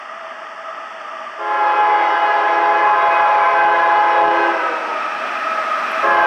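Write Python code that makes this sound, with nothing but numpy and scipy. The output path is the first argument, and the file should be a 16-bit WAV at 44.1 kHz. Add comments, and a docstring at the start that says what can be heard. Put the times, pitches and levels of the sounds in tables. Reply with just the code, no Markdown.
"""Beside a tree-lined track, a freight locomotive nears and sounds its air horn: one long blast, then
the start of another. Four bells make a chord, raised by the Doppler effect; the trees scatter it back
late and lower in pitch. Beneath it the engines roar and whine and the wheels hiss, louder and brighter
as the distance shrinks, with one brief squeal and two faint ticks. The microphone's gain control and
limiter hold down the peaks."""
import sys
import numpy as np
from scipy import signal
from scipy.fft import rfft, irfft, next_fast_len
from scipy.io import wavfile
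from scipy.ndimage import uniform_filter1d, minimum_filter1d, map_coordinates

SR = 44100
rng = np.random.default_rng(int(sys.argv[2]) if len(sys.argv) > 2 else 0)


def digitize_waveform(pressure):
    """Quantize a signal to 16-bit integers and store it at the path in sys.argv[1].

    Rows of a 2-D input are taken as channels; values are limited to [-1, 1].
    """
    field = np.atleast_2d(pressure).T
    bounded = np.clip(field, -1, 1)
    quanta = np.round(bounded * 32767).astype(np.int16)
    wavfile.write(sys.argv[1], SR, quanta)


N = 276462
T = np.arange(N) / SR

# Horn blasts. Each row: valve opening, valve closing and pressure build-up in seconds, gain in dB.
HORN_BLASTS = [(1.37, 4.44, 0.081, -0.56), (6.015, 6.5, 0.038, 2.5)]


def amp(db):
    """Amplitude ratio of a level in decibels."""
    return 10 ** (np.asarray(db) / 20)


def unit(x):
    """Normalisation to an rms of 1."""
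    return x / np.sqrt(np.mean(x ** 2) + 1e-20)


def along(points, hz):
    """Interpolation of (Hz, value) points on a logarithmic frequency axis."""
    point_hz, values = np.transpose(points)
    return np.interp(np.log(hz + 1), np.log(point_hz + 1), values)


def swing(points):
    """Interpolation of (seconds, value) points in time, less their mean."""
    seconds, values = np.transpose(points)
    return np.interp(T, seconds, values) - np.mean(values)


def wobble(rate):
    """Smooth random modulation: a spline through `rate` knots a second."""
    coarse = np.linspace(0, T[-1], 2000)
    knots = rng.standard_normal(1024)
    return np.interp(T, coarse, map_coordinates(knots, [coarse * rate], mode="wrap"))


def ramp(start, length):
    """Raised-cosine step from 0 to 1."""
    return np.sin(np.pi / 2 * np.clip((T - start) / length, 0, 1)) ** 2


def filtered(x, response):
    """Linear filtering: the spectrum of x times a frequency response."""
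    size = next_fast_len(N + SR // 2)
    return irfft(rfft(x, size) * response(np.fft.rfftfreq(size, 1 / SR)), size)[:N]


def noise(response):
    """White noise coloured by a frequency response, at an rms of 1."""
    return unit(filtered(rng.standard_normal(N), response))


def rush(spectrum):
    """Broadband noise whose spectral envelope follows (Hz, dB) points."""
    return noise(lambda hz: amp(along(spectrum, hz)))


def dips(rows, hz):
    """Gain of notches that are Lorentzian in decibels."""
    return amp(sum(db / (1 + ((hz - centre) / width) ** 2) for centre, width, db in rows))


def closeness(arrival_s=8.62):
    """Spherical spreading: the gain in dB as a train at steady speed closes the distance."""
    return -20 * np.log10(np.maximum(1 - T / arrival_s, 1e-2))


def approach(law):
    """Power law of distance: a gain whose level grows in proportion to closeness."""
    far_db, growth = law
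    return amp(far_db + growth * closeness())


def microphone_hiss(level_db=-80.5):
    """Self-noise: the microphone's faint, steady floor."""
    # Each row: frequency in Hz, relative spectral density in dB.
    spectrum = [(6000, -9.5), (11000, -3), (13200, -2), (14000, 2), (14500, -3.5), (15700, 1.5)]
    return amp(level_db) * rush(spectrum)


def ticks(t60=.04):
    """Exponential decay: small, dry bursts of noise high above the roar."""
    # Each row: start in seconds, level in dB.
    onsets = [(5.914, -45), (6.218, -45)]
    envelope = sum(amp(db - 60 * np.abs(T - start) / t60) * (T >= start) for start, db in onsets)
    return envelope * rush([(4000, -22), (8500, -10.5), (11000, 1.5), (15000, -21.0)])


def wheel_squeal(level_db=-30, width_hz=12):
    """Resonance: a wheel flange sings for a moment in one narrow band."""
    # The entries: peak time and half length in seconds, frequency in Hz.
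    flange_note = (5.45, .07, 1836)
    peak_s, half_s, centre_hz = flange_note
    envelope = amp(level_db) * np.exp(-((T - peak_s) / half_s) ** 2)
    return envelope * noise(lambda hz: 1 / (1 + ((hz - centre_hz) / width_hz) ** 2))


def wheel_hiss():
    """Air absorption swallows distant treble, so the wheels' top fizz grows faster than their hiss."""
    # Each row: frequency in Hz, relative spectral density in dB.
    hiss_spectrum = [(1500, -48.5), (3500, -1), (4500, -0.5), (5600, 1), (6500, -8.5), (8000, -11.5),
                     (9200, -16), (10500, -41), (16000, -64.5)]
    fizz_spectrum = [(6000, -39.5), (9500, -2.5), (10800, 2), (12600, -8), (14000, -3.5), (15700, -7.5)]
    # Each pair: starting level in dB, growth in dB per dB of closeness.
    hiss_law = (-53.5, 0.98)
    fizz_law = (-82, 2.24)
    return approach(hiss_law) * rush(hiss_spectrum) + approach(fizz_law) * rush(fizz_spectrum)


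def machinery(spectrum, whines, roar_db, waver_db=2.1):
    """Broadband engine roar plus narrowband whine of gears and blowers, each wavering in level."""
    sound = amp(roar_db + .6 * wobble(8)) * rush(spectrum)
    for centre_hz, width_hz, db in whines:
        whine = noise(lambda hz: 1 / (1 + ((hz - centre_hz) / width_hz) ** 2 * 2))
        sound += amp(db + waver_db * wobble(7)) * whine
    return sound


def engines():
    """An equal-power crossfade turns the engines' far timbre into their near one as they grow louder."""
    # The roar. Each row: frequency in Hz, relative spectral density in dB.
    far_roar = [(60, -63.5), (120, -34.5), (230, -12.5), (530, -12), (620, -4.5), (950, -3), (1200, 0),
                (1480, -5.5), (1900, -0.5), (2200, -11), (2800, -9.5), (3500, -15), (5000, -34.5),
                (8000, -65.5)]
    near_roar = [(60, -57.5), (120, -35), (230, -8), (520, -9.5), (640, 1.5), (950, -5), (1250, 3),
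                 (1480, 0), (1900, -1.5), (2200, -7), (2550, -9), (3200, -13.5), (4000, -25.5),
                 (8000, -71.5)]
    # Gears and blowers. Each row: centre and width in Hz, relative level in dB.
    far_whines = [(607, 22, -15), (652.7, 22, -6), (824, 41, -11.5), (1195, 50, -4.5), (1272, 88, -3),
                  (1660, 78, -13)]
    near_whines = [(604.5, 35, -15.5), (648.7, 11, -11), (829, 18, -13), (1222, 47, -6.5),
                   (1287.4, 30, -2.5), (1670, 32, -17.5), (2420, 55, -15)]
    octave_whine = (2600, 55, -16)
    # The pair: starting gain in dB, growth in dB per dB of closeness.
    roar_law = (-34.5, 1.278)
    far = machinery(far_roar, far_whines, roar_db=-0.5)
    near = machinery(near_roar, near_whines + [octave_whine], roar_db=-1.5)
    turn = np.pi / 2 * ramp(1.8, 3.7)
    return approach(roar_law) * (np.cos(turn) * far + np.sin(turn) * near)


def ground_bounce(sound):
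    """Destructive interference with the ground reflection cuts a notch that fills as the train nears."""
    # Each row: centre and half width in Hz, gain at the centre in dB.
    notch = [(3945, 185, -28.5)]
    filled = ramp(1.2, 2.6)
    return filled * sound + (1 - filled) * filtered(sound, lambda hz: dips(notch, hz))


def tree_echoes(chord, age, count=128, pitch_drop=.12, first_s=.02, aside_db=-5, db_per_s=-17):
    """Doppler shift falls with angle: trees further to the side answer lower, later and weaker."""
    echoes = np.zeros(N)
    for aside in ((np.arange(count) + rng.uniform(size=count)) / count) ** 1.3:
        delay = first_s + pitch_drop * aside * age  # a path that keeps growing lowers the pitch
        loss_db = aside_db * aside + db_per_s * delay
        delay += (.06 + .15 * aside) * rng.uniform()  # each path has its own length
        delay += 0.0006 * wobble(9)  # and the air keeps changing it
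        echoes += amp(loss_db) * np.interp(T - delay, T, chord, left=0)
    return echoes / np.sqrt(count)


def woods(x):
    """Scattering by trunks and leaves colours the sound and leaves a tail whose treble dies first."""
    # Each row: frequency in Hz, reverberation time in seconds.
    decay_times = [(300, 1), (1000, 0.94), (3000, 0.45), (8000, 0.1)]
    # Each row: frequency in Hz, gain of the scattered sound in dB.
    colour = [(300, -3.5), (400, -1.5), (500, 0.5), (660, -1), (730, -12), (825, -9), (900, 7.5),
              (1000, -6.5), (1200, -1), (1430, 2.5), (1600, -1), (1850, 6), (2400, 3), (5000, 4.5)]
    band_hz, seconds, bands = signal.stft(rng.standard_normal((SR * 3) // 2), SR, nperseg=256)
    decay = amp(-60 * seconds / along(decay_times, band_hz)[:, None])
    tail = signal.istft(bands * decay, SR, nperseg=256)[1]
    reverberant = signal.fftconvolve(x, tail / np.linalg.norm(tail))[:N]
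    return filtered(reverberant, lambda hz: amp(along(colour, hz)))


def air_rush(slack, level_db=-61):
    """Flow noise: compressed air rushes through the bells as the pressure builds."""
    # Each row: frequency in Hz, relative spectral density in dB.
    spectrum = [(2500, -20), (3600, -4), (5400, 1.5), (6500, -14), (9000, -25.5), (12000, -48)]
    return amp(level_db) * (1 - slack) * rush(spectrum)


def bells(age, slack, settle_s=.2, sag_per_s=.0009, waver=0.00084, slow_db=1.84, flutter_db=3.0):
    """Each bell's harmonic series starts sharp and dull, then settles; moving air makes it flutter."""
    # Each row: pitch in Hz, fraction sharp at the onset, overtone loss in dB while pressure is lacking,
    # relative levels of the harmonics in dB.
    voices = [(340.14, .016, 17.5, [-37.5, -28, -26, -33, -36, -41.5, -55, -54.5, -53.5, -57, -66.5, -73.5, -67.5, -66]),
              (419.7, .007, 46.5, [-34.5, -17.5, -33, -32.5, -41, -39.5, -46, -53, -56.5, -60, -62, -65.5, -64, -66.5]),
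              (520.1, .034, 14, [-34.5, -26.5, -30.5, -45, -57, -58.5, -67.5]),
              (556.1, .012, 30.5, [-35, -31.5, -30.5, -51.5, -63, -55])]
    # The ground bounce recolours the nearing horn. Each row: frequency in Hz, gain in dB when near.
    ground_colour = [(340, 0.5), (420, -4.5), (520, 3), (680, 4), (840, -1.1), (1030, 3.5), (1110, 6),
                     (1260, -4.5), (1400, -6.5), (1560, 6.5), (1700, 0), (2080, -1), (2500, -1), (2900, 1),
                     (3400, -1), (4500, -0.5)]
    # Slow fading of bass and leading note in the long blast. Each row: time in seconds, level in dB.
    bass_levels = [(1.5, -34), (1.92, -31), (2.84, -29.5), (2.87, -34.5), (3.43, -33), (3.77, -24.5),
                   (3.91, -38), (4.26, -21.5), (4.45, -24.5)]
    lead_levels = [(1.65, -16.5), (1.84, -13.5), (2.25, -20.5), (2.92, -12.5), (4.28, -16), (4.45, -22)]
    # Each row: frequency in Hz, share of that fading.
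    bass_reach = [(420, 1), (540, 0.55), (680, 0.19), (800, 0)]
    lead_reach = [(680, 0.34), (830, 0.9), (1030, .7), (1300, 0.065)]
    first_blast = T < HORN_BLASTS[1][0]
    bass_db, lead_db = first_blast * swing(bass_levels), first_blast * swing(lead_levels)
    doppler = 1 - sag_per_s * (age - 1)  # the pitch sags as the line of sight turns
    nearness = np.tanh((T - 3.0) / 2.7)  # negative far off, where the colour is reversed
    chord = np.zeros(N)
    for pitch_hz, sharp, dull_db, harmonics in voices:
        hz = pitch_hz * doppler * (1 + sharp * np.exp(-age / settle_s) + waver * wobble(14))
        phase = 2 * np.pi * np.cumsum(hz) / SR
        for k, db in enumerate(harmonics, 1):
            line_hz = k * pitch_hz
            level = db - dull_db * (1 - 1 / k) * slack
            level += nearness * along(ground_colour, line_hz)
            level += bass_db * along(bass_reach, line_hz) + lead_db * along(lead_reach, line_hz)
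            stir = np.clip(line_hz / 1500, 0, 1.4)  # short waves are stirred most by the air
            fading = slow_db * wobble(6) + stir * flutter_db * wobble(20)
            drift = 0.74 * stir * wobble(13) + rng.uniform(0, 2 * np.pi)
            chord += amp(level + fading) * np.sin(k * phase + drift)
    return chord


def horn(open_s=.04, close_s=0.18, growth=0.39, direct_db=2.5, echo_db=-2):
    """Multipath propagation: each blast the air valve releases arrives directly and by way of the trees."""
    valve, age, slack = np.zeros(N), np.zeros(N), np.ones(N)
    for opens, closes, build_s, db in HORN_BLASTS:
        valve += amp(db) * ramp(opens, open_s) * (1 - ramp(closes, close_s))
        age = np.where(T > opens, T - opens, age)  # time since the valve last opened
        slack = np.where(T > opens, np.exp(-age / build_s), slack)  # share of pressure still missing
    chord = valve * amp(growth * closeness()) * (bells(age, slack) + air_rush(slack))
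    return amp(direct_db) * chord + amp(echo_db) * woods(tree_echoes(chord, age))


def scene():
    """Superposition of horn and train at one microphone, over its own hiss."""
    sound = horn() + ground_bounce(engines() + wheel_hiss())
    return (sound + wheel_squeal() + ticks() + microphone_hiss())[None]


def gain_control(x, threshold_db=-13, follow_s=0.068, slope=0.57):
    """Compression: the gain sinks while the running level stays above a threshold."""
    pole = np.exp(-1 / (follow_s * SR))
    level_db = 10 * np.log10(signal.lfilter([1 - pole], [1, -pole], x ** 2) + 1e-12)
    return x * amp(-slope * np.maximum(level_db - threshold_db, 0))


def limiter(x, ceiling=.53, release_s=0.0083, window=15):
    """Peak limiting: the gain drops within a few samples at a peak above the ceiling and creeps back."""
    excess = np.log(np.maximum(np.abs(x) / ceiling, 1) + 1e-12)
    # peak hold with exponential release
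    held = np.exp(np.maximum.accumulate(np.log(excess) + T / release_s) - T / release_s)
    gain = minimum_filter1d(np.exp(-held), window)
    return x * uniform_filter1d(uniform_filter1d(gain, window), window // 2)


def record(dry, top_hz=15720):
    """The microphone's signal chain: notches, compression, peak limiting and a band limit."""
    # Each row: centre and half width in Hz, gain at the centre in dB.
    notches = [(7130, 97, -16), (9260, 96, -10)]
    coloured = filtered(dry[0], lambda hz: dips(notches, hz))
    return filtered(limiter(gain_control(coloured)), lambda hz: hz < top_hz)[None]


dry = scene()
out = record(dry)
digitize_waveform(out)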